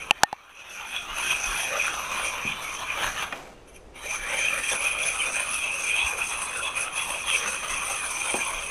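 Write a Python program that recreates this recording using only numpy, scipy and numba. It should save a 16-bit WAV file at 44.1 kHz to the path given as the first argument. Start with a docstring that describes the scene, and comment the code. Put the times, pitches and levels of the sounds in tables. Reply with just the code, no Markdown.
"""A brake pad scrubbed in circles on a concrete garage floor: on its face, then, turned over, on its edge.
With each push and pull of the arm, sand grains rasp under it and set its steel backing plate ringing in
short, rough squeals. The microphone sits in a worn camera whose plastic case clicks three times at the
start, right up close, ducking the gain control. The camera sways with the arm; the garage rings faintly."""
import sys
import numpy as np
from scipy import signal
from scipy.fft import rfft, irfft, next_fast_len
from scipy.io import wavfile
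from scipy.ndimage import uniform_filter1d, minimum_filter1d, map_coordinates
from numba import njit

SR = 44100
rng = np.random.default_rng(int(sys.argv[2]) if len(sys.argv) > 2 else 0)


def transcribe(signal):
    """Save signal, clipped to [-1, 1], as a 16-bit WAV file at the path in sys.argv[1]."""
    frames = np.atleast_2d(signal).T
    limited = np.clip(frames, -1, 1)
    pcm = np.round(limited * 32767).astype(np.int16)
    wavfile.write(sys.argv[1], SR, pcm)


N = 383669

# bending modes of the steel plate: pitch_hz, width_hz, on_face_db, on_edge_db
BENDING_MODES = [(2460, 91, -1, 12), (2770, 57, -12, -35), (3223, 85, -12, 1)]


def scrape():
    """Grains strike the pad: a rasp, the squeal of the bending plate, a sizzle of high modes and dust."""
    # the grip shifts the first bending mode: time_s, pitch_hz
    grip = [(0.4, 2390), (0.68, 2540), (0.91, 2500), (1.85, 2514), (2.62, 2367), (3.24, 2450), (3.61, 2356),
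            (6.66, 2554), (7.54, 2485), (7.68, 2530), (8.4, 2400), (8.7, 2460)]
    # high modes of the plate: pitch_hz, width_hz, on_face_db, on_edge_db
    high_modes = [(5930, 200, 0, -6), (6230, 170, -1, 0), (8420, 160, -12, -3), (9300, 200, -7, -.5),
                  (9940, 190, -4, 2), (11450, 190, -12, -15), (13500, 180, -28, -22),
                  (14750, 500, -38, -27)]
    # spectrum of fine dust: frequency_hz, level_db
    dust_spectrum = [(1500, -30), (3500, -2.5), (5000, 0.5), (7200, -2.5), (11000, -9), (12500, -27),
                     (15000, -34)]
    grip_hz, = curves(grip)
    on_edge, = curves([(3.98, 0), (4.1, 1)])
    rasp_db, squeal_db, sizzle_db, contact_hz, catch_db, ease_db = arm(on_edge)
    judder = amp(1.05 * wobble(55) + 0.14 * wobble(220))  # the pad skips over the rough floor
    force = judder * grit(per_s=9000, spread_db=-2)
    rasp = sand_rasp(force, judder, contact_hz, on_edge)
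    lock_db = 0.42 * catch_db * on_edge  # on the edge, a hard squeal lets the first mode take over
    squeal = plate(force, BENDING_MODES, on_edge, flutter_db=-0.5, swap_db=4, tremble_hz=52.6,
                   drift_hz=34.6, skirt=0.21, favoured=0, favour_db=lock_db,
                   bend=grip_hz / BENDING_MODES[0][0])
    corner_db = 5.5 * swell(middle_s=6.62, length_s=2.2)  # tipped onto a corner
    sizzle = plate(force, high_modes, on_edge, flutter_db=2, swap_db=3.5, tremble_hz=45,
                   drift_hz=50, skirt=0.13, favoured=2, favour_db=corner_db)
    dust = coloured(judder * grit(per_s=6000, spread_db=2), dust_spectrum)
    dust *= amp(-10.5 - 2 * on_edge + 0.3 * ease_db)  # a light hand crushes less dust
    return amp(rasp_db) * rasp + amp(squeal_db) * squeal + amp(sizzle_db) * (sizzle + dust)


def arm(on_edge):
    """Pressure sets the drag; each stroke adds sizzle, rasp and squeal and moves the contact resonance."""
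    # the hand bears down, easing off for the turn: time_s, drag_db
    pressure = [(0.0, -46.5), (0.28, -34.5), (0.84, -37.5), (1.45, -37), (2.21, -37.5), (2.41, -37.5),
                (2.85, -38), (3.03, -31), (3.24, -36), (3.34, -41.5), (3.57, -61), (3.93, -65.5),
                (3.96, -44), (4.32, -30.5), (5.12, -36.5), (6.07, -36), (7.37, -34.5), (8.7, -35.0)]
    # pushes and pulls of the arm: middle_s, length_s, push_db, catch_db, full_speed_hz
    strokes = [(0.02, 0.2, 12.5, 14.5, 1270.0), (0.596, 0.15, 10, 9.5, 1240), (0.74, 0.23, 17, 12.0, 1460),
               (0.931, 0.41, 13.5, 14.5, 1770), (1.21, 0.32, 16.5, 13.5, 1630),
               (1.323, 0.19, 12.5, 14.5, 1500.0), (1.456, 0.33, 19.5, 11, 1455),
               (1.636, 0.33, 18.5, 16, 1890), (1.807, 0.27, 13.5, 14.5, 1550), (1.945, 0.38, 13, 8.5, 1460),
               (2.108, 0.23, 10.5, 7.5, 1270), (2.26, 0.37, 17.5, 12.5, 1410),
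               (2.469, 0.26, 11, 13.5, 1390), (2.63, 0.083, 7, 5, 1350), (2.724, 0.38, 12.5, 9.0, 1610),
               (2.905, 0.21, 6, 11, 1610), (3.066, 0.29, 10, -1, 1660), (3.211, 0.16, 11.5, 9.5, 1240),
               (3.697, 0.1, 19, 9, 890.0), (3.762, 0.09, 28, 23, 910), (4.109, 0.32, 7, 7.5, 1240),
               (4.286, 0.35, -3.5, -2, 1900), (4.37, 0.2, 4, 1, 1660), (4.48, 0.18, 0, 4, 1620),
               (4.6, 0.36, 0, 0.5, 1750), (4.706, 0.18, 10.0, 6, 1460.0), (4.884, 0.3, 8, 9.5, 1360),
               (5.059, 0.22, 12.5, 10, 1560), (5.228, 0.3, 8.5, 10.5, 1250), (5.394, 0.21, 10.5, 10, 1705),
               (5.54, 0.21, 9.5, 4.5, 1180), (5.65, 0.39, 2.5, 7.5, 1100), (5.833, 0.34, 5.5, 7, 1280),
               (5.925, 0.104, -3, 1.0, 1550), (6.046, 0.6, 5, 11.5, 1050), (6.23, 0.14, 1.5, 8.5, 1340),
               (6.317, 0.21, 7.0, 1, 1130.0), (6.425, 0.14, 10, 0, 960), (6.58, 0.082, 5.5, -1.5, 1510.0),
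               (6.66, 0.16, 5, 9.5, 970), (6.805, 0.24, 7.0, 5.5, 1310), (6.991, 0.24, 6.5, 5, 1090),
               (7.127, 0.17, 4.5, 1, 1040), (7.337, 0.23, 10.0, 5.5, 1180), (7.503, 0.2, 10, 2.0, 1450),
               (7.721, 0.18, 6.5, 4.5, 1110), (7.92, 0.36, 7.5, 1.5, 1170), (8.136, 0.34, 6.5, 3.5, 990),
               (8.336, 0.35, 9.5, 6.5, 945), (8.493, 0.25, 3.5, 6, 995), (8.667, 0.078, 1, 2, 860)]
    # the pad nearly stops as the arm reverses: middle_s, length_s, drop_db
    stalls = [(4.216, .1, 3), (4.96, 0.17, 6), (6.143, 0.097, 4.5), (6.523, .1, 1), (6.717, 0.13, 11.5),
              (6.904, 0.12, 14)]
    # the rim touches down and bites: start_s, boost_db, fade_s
    bites = [(3.673, 13, 0.015), (3.945, 9, 0.056), (4.983, 9, 0.014), (6.927, 1, 0.013)]
    rest_hz, seated_db, lifted_db = 1130.0, -37, -61
    pressure_db, = curves(pressure)
    push_db, catch_db, contact_hz = np.zeros(N), np.zeros(N), np.full(N, rest_hz)
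    for middle_s, length_s, stroke_push_db, stroke_catch_db, full_speed_hz in strokes:
        speed = swell(middle_s, length_s)
        push_db += stroke_push_db * speed
        catch_db += stroke_catch_db * speed
        contact_hz += (full_speed_hz - rest_hz) * speed
    stall_db = sum(drop_db * swell(middle_s, length_s) for middle_s, length_s, drop_db in stalls)
    bite_db, t = np.zeros(N), np.arange(SR // 2) / SR
    for start_s, boost_db, fade_s in bites:
        add(bite_db, start_s, boost_db * (1 - np.exp(-t / 0.002)) * np.exp(-t / fade_s))
    ease_db = np.clip(pressure_db, lifted_db, seated_db) - seated_db
    contact_hz *= 2 ** (0.55 * ease_db)  # the resonance sinks under a light hand
    rough_spots_per_s = 22
    rasp_db = pressure_db + 0.25 * (push_db - stall_db) + 1.95 * wobble(rough_spots_per_s)
    squeal_db = pressure_db + np.interp(on_edge, [0, 1], [-7.5, -1.57])
    squeal_db += catch_db - 0.34 * stall_db + bite_db + 2.15 * wobble(rough_spots_per_s)
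    sizzle_db = pressure_db + np.interp(on_edge, [0, 1], [-15.6, -5.5])
    sizzle_db += push_db - stall_db + bite_db + wobble(rough_spots_per_s)
    return rasp_db, squeal_db, sizzle_db, contact_hz, catch_db, ease_db


def sand_rasp(force, judder, contact_hz, on_edge):
    """Sand crunches under the pad and excites the contact resonance and the hollow of the hand."""
    # spectrum of crushed sand: frequency_hz, level_db
    sand_spectrum = [(40, -20), (130, -10), (330, -12.5), (540, -17.5), (750, -1), (1150, 2.5), (1900, -4),
                     (2800, -2.5), (3800, -9), (5000, -26.5)]
    contact = resonate(force, contact_hz + 70 * wobble(30), width_hz=178.0)
    contact = unit(band(contact, 586, 3360, order=3))
    hollow = resonate(force, 560 + 60 * wobble(9), width_hz=118.0)
    hollow = unit(band(hollow, 456, 653)) * amp(4.7 * wobble(12) + 2.64 * on_edge)
    sand = coloured(judder * grit(per_s=4000, spread_db=2.5), sand_spectrum)
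    sand = floor_patches(sand, depth_db=4.5, width_hz=202.3, life_s=0.06)
    sand_db = -2.5 - 2 * on_edge  # the flat face crushes more sand than the edge
    return amp(-6.5) * contact + amp(-17) * hollow + amp(sand_db) * sand


def grit(per_s, spread_db):
    """Impulses of grains of different sizes, at rms 1."""
    hits = rng.random(N) < per_s / SR
    return unit(hits * rng.standard_normal(N) * amp(spread_db * rng.standard_normal(N)))


def floor_patches(x, depth_db, width_hz, life_s):
    """Each patch of floor under the pad favours its own pitches."""
    hz, t, spectra = signal.stft(x, SR, nperseg=512)
    where = np.meshgrid(hz / width_hz, t / life_s, indexing="ij")
    patches = map_coordinates(rng.standard_normal((256, 512)), where, mode="wrap")
    return unit(signal.istft(spectra * amp(depth_db * patches), SR, nperseg=512)[1][:N])


def plate(force, modes, on_edge, flutter_db, swap_db, tremble_hz, drift_hz, skirt, favoured, favour_db,
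          bend=1):
    """Modes catch in short bursts and take turns, trembling with the contact; their sum is held level."""
    out = np.zeros(N)
    for k, (hz, width_hz, face_db, edge_db) in enumerate(modes):
        side = np.sign(rng.standard_normal(N))  # a grain lands on either side of the nodal line
        drive_db = face_db + on_edge * (edge_db - face_db) + flutter_db * wobble(110) + swap_db * wobble(14)
        if k == favoured:
            drive_db += favour_db
        pitch_hz = hz * bend + tremble_hz * wobble(90) + drift_hz * wobble(13)
        mode = resonate(side * force * amp(drive_db), pitch_hz, width_hz)
        out += band(mode, hz / (1 + skirt), hz * (1 + skirt), order=2)
    return out / np.sqrt(running_power(out, SR // 12))


def squeaks():
    """Stick-slip locks onto one mode for a moment; the tone swells, wavers and lets go."""
    # the pad's edge catches: start_s, level_db, pitch_hz, length_s
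    catches = [(1.335, -21, 2540, 0.021), (1.793, -19, 2520, 0.016), (4.48, -17.5, 2560, 0.0093),
               (4.528, -15, 2440, 0.012), (4.7, -29, 3410, 0.043), (5.028, -23.5, 3320, 0.014),
               (5.084, -16.5, 2550, 0.0081), (5.191, -24, 3050, 0.026), (5.982, -19.5, 2570, 0.019),
               (6.062, -21, 2520, 0.014), (6.204, -20.5, 2492, 0.027), (6.57, -27.5, 1430, 0.052),
               (7.332, -16.5, 2400, 0.036), (7.53, -38, 1440, 0.029)]
    out, t = np.zeros(N), np.arange(SR // 10) / SR
    for start_s, level_db, pitch_hz, length_s in catches:
        wavering_hz = pitch_hz + 85 * wobble(226)[:len(t)]
        tone = np.sin(2 * np.pi * np.cumsum(wavering_hz) / SR)
        envelope = np.exp(-2.3 * (2 * t / length_s - 1.2) ** 2)
        add(out, start_s, amp(level_db + 1.8 * wobble(320)[:len(t)]) * envelope * tone)
    return out


def knocks():
    """The pad tips and lands: a dull crack, a thud in the slab and a brief ring of the plate."""
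    # landings on the concrete: start_s, crack_db, thud_db, thud_hz, ring_db
    landings = [(2.196, -24.5, -60, 600, -38), (2.449, -39, -29, 195, -42), (3.325, -20.5, -32.5, 497, -25),
                (4.716, -47, -26.5, 445, -40), (8.34, -38, -21, 560, -21)]
    out, t = np.zeros(N), np.arange(SR // 8) / SR
    steel = ring([(hz, face_db, 0.07) for hz, _, face_db, _ in BENDING_MODES], t)
    for start_s, crack_db, thud_db, thud_hz, ring_db in landings:
        crack = band_noise(t, 520, 1740) * np.exp(-t / 0.0049)
        thud = band_noise(t, thud_hz * 0.5, thud_hz * 1.4) * np.exp(-t / 0.015)
        add(out, start_s, amp(crack_db) * crack + amp(thud_db) * thud + amp(ring_db) * steel)
    return out


def fingers():
    """Dusty skin slides over the lifted pad."""
    # the fingers turn the pad over: time_s, level_db
    turn = [(3.3, -72), (3.36, -40.5), (3.54, -50.5), (3.59, -87)]
    # spectrum of sliding skin: frequency_hz, level_db
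    skin_spectrum = [(100, -12), (500, 1.5), (1500, -11.5), (4000, -21.5), (7000, -22), (11000, -29),
                     (15000, -42)]
    turn_db, = curves(turn)
    return amp(turn_db) * coloured(grit(per_s=6000, spread_db=1), skin_spectrum)


def camera_case():
    """Plastic snaps right by the microphone; the hollow case swells and dies within a few cycles."""
    # clicks of the case: start_s, snap_db, snap_hz, tick_hz, tick_db, body_db, latch_db
    clicks = [(0.1089, -1, 3630, 2700, 6.5, 0, -29), (0.2339, 14.5, 4770, 1580, 10, 16.5, -7),
              (0.328, -14, 3560, 1840, -11, 2, -48)]
    # modes of the hollow case: pitch_hz, level_db, t60_s
    case_modes = [(166, -6, 0.0095), (376, -0.5, 0.0038), (825, 3.5, 0.02)]
    # modes of the latch: pitch_hz, level_db, t60_s
    latch_modes = [(910, -9, .056), (1820, 0, .095), (2853, -24, .11), (4177, -18, .047)]
    out, t = np.zeros(N), np.arange(SR // 6) / SR
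    rise = t / 0.00058
    pulse = rise * np.exp(1 - rise)
    body = ring(case_modes, t) * (1 - np.exp(-(t / 0.0012) ** 2))
    latch = ring(latch_modes, t)
    for start_s, snap_db, snap_hz, tick_hz, tick_db, body_db, latch_db in clicks:
        snap = amp(snap_db) * band_noise(t, snap_hz * 0.24, snap_hz * 1.45)
        tick = amp(tick_db) * np.sin(2 * np.pi * tick_hz * t)
        add(out, start_s, pulse * (snap + tick) + amp(body_db) * body + amp(latch_db) * latch)
    return out


def camera_sway():
    """Soft, low pushes at the microphone as the camera sways with the arm."""
    # the arm jostles the camera: start_s, level_db, pitch_hz
    jostles = [(1.10, -35, 29.1), (1.47, -27, 35), (3.05, -32, 29.8), (4.19, -32, 30), (5.24, -44.5, 28),
               (6.041, -29.5, 62.3), (7.70, -34, 30.5), (8.54, -31, 30.3)]
    out, t = np.zeros(N), np.arange(SR // 3) / SR
    for start_s, level_db, pitch_hz in jostles:
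        cycles = t * pitch_hz
        envelope = cycles * np.exp(1 - cycles / 0.6)
        add(out, start_s, amp(level_db) * envelope * np.sin(2 * np.pi * cycles))
    return out


def garage(x):
    """The room answers about 7 ms late, each frequency dying at its own speed."""
    # reverberation of the garage: frequency_hz, t60_s
    decay_times = [(100, 1), (500, 0.28), (2500, 0.17), (7000, 0.57), (14000, 0.25)]
    hz, t, spectra = signal.stft(rng.standard_normal(SR), SR, nperseg=256)
    decay = amp(-60 * t / along(decay_times, hz)[:, None])
    tail = signal.istft(spectra * decay, SR, nperseg=256)[1]
    delayed = np.pad(x, (SR // 150, 0))
    return signal.fftconvolve(delayed, tail / np.linalg.norm(tail))[:N]


def room_tone():
    """The low hush of still air in the garage."""
    # spectrum of the hush: frequency_hz, level_db
    hush_spectrum = [(25, -1), (42, -1.5), (58, 2), (80, -8.5), (200, -11), (500, -7), (1000, -18.5),
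                     (3000, -29.5), (9000, -37.5), (15000, -61)]
    return coloured(rng.standard_normal(N), hush_spectrum)


def gain_control(x, ceiling_db, release_db_per_s):
    """A loud peak ducks the gain at once; it then creeps back."""
    level_db = 10 * np.log10(running_power(x, SR // 700))
    needed_db = minimum_filter1d(np.minimum(ceiling_db - level_db, 0), SR // 150)
    recovery_db = release_db_per_s * np.arange(N) / SR
    return x * amp(np.minimum.accumulate(needed_db - recovery_db) + recovery_db)


def amp(db):
    """Decibels to gain."""
    return 10 ** (np.asarray(db) / 20)


def unit(x):
    """x at rms 1."""
    return x / np.sqrt(np.mean(x ** 2) + 1e-20)


def running_power(x, samples):
    """Mean square over a sliding window."""
    return np.abs(uniform_filter1d(x ** 2, samples)) + 1e-12


def along(points, hz):
    """Interpolate (frequency_hz, value) points on a log frequency axis."""
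    knots_hz, values = np.transpose(points)
    return np.interp(np.log(hz + 1), np.log(knots_hz + 1), values)


def curves(rows):
    """One value per sample for each column after the time."""
    time_s, *columns = np.transpose(rows)
    return [np.interp(np.arange(N) / SR, time_s, column) for column in columns]


def swell(middle_s, length_s):
    """One movement: from 0 smoothly up to 1 and back."""
    phase = (np.arange(N) / SR - middle_s) / length_s
    return np.where(np.abs(phase) < 0.5, np.cos(np.pi * phase) ** 2, 0)


def wobble(knots_per_s):
    """A smooth random curve."""
    steps = np.arange(0, N, 16)
    coarse = map_coordinates(rng.standard_normal(8192), [steps * knots_per_s / SR], mode="wrap")
    return np.interp(np.arange(N), steps, coarse)


def filtered(x, response):
    """x through a gain given as a function of frequency."""
    size = next_fast_len(N + SR // 2)
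    return irfft(rfft(x, size) * response(np.fft.rfftfreq(size, 1 / SR)), size)[:N]


def coloured(x, spectrum):
    """x shaped by a (frequency_hz, level_db) spectrum, at rms 1."""
    return unit(filtered(x, lambda hz: amp(along(spectrum, hz))))


@njit
def resonate(x, hz, width_hz):
    """A resonance of unit peak gain whose frequency moves sample by sample."""
    y, state, decay = np.zeros(len(x)), 0j, np.exp(-np.pi * width_hz / SR)
    for i in range(len(x)):
        state = state * decay * np.exp(2j * np.pi * hz[i] / SR) + x[i]
        y[i] = (1 - decay) * (2 * state.real - x[i])
    return y


def band(x, lo_hz, hi_hz, order=1):
    """A causal band-pass."""
    sos = signal.butter(order, [lo_hz, min(hi_hz, SR / 2 - 500)], "band", fs=SR, output="sos")
    return signal.sosfilt(sos, x)


def band_noise(t, lo_hz, hi_hz):
    """A band of noise as long as t, at rms 1."""
    return unit(band(rng.standard_normal(len(t)), lo_hz, hi_hz, order=2))


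def ring(modes, t):
    """Damped sines; neighbouring modes swing in opposite directions."""
    return sum((-1) ** k * amp(level_db - 60 * t / t60_s) * np.sin(2 * np.pi * hz * t)
               for k, (hz, level_db, t60_s) in enumerate(modes))


def add(track, start_s, sound):
    """Mix a sound into the track."""
    part = track[round(start_s * SR):][:len(sound)]
    part += sound[:len(part)]


def scene():
    """At the microphone, in mono: the pad in the garage, the camera's own noises and the still air."""
    pad = scrape() + squeaks() + knocks() + fingers()
    air = amp(-49) * room_tone()
    return (pad + amp(-11) * garage(pad) + camera_case() + camera_sway() + air)[None]


def record(dry):
    """The camera ducks after loud peaks, rounds them off at full scale and cuts the top treble."""
    top_hz = 15300
    held = gain_control(dry[0], ceiling_db=-4, release_db_per_s=20)
    rounded = held / (1 + np.abs(held) ** 6) ** (1 / 6)
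    return filtered(rounded, lambda hz: 1 / (1 + (hz / top_hz) ** 160))[None]


dry = scene()
out = record(dry)
transcribe(out)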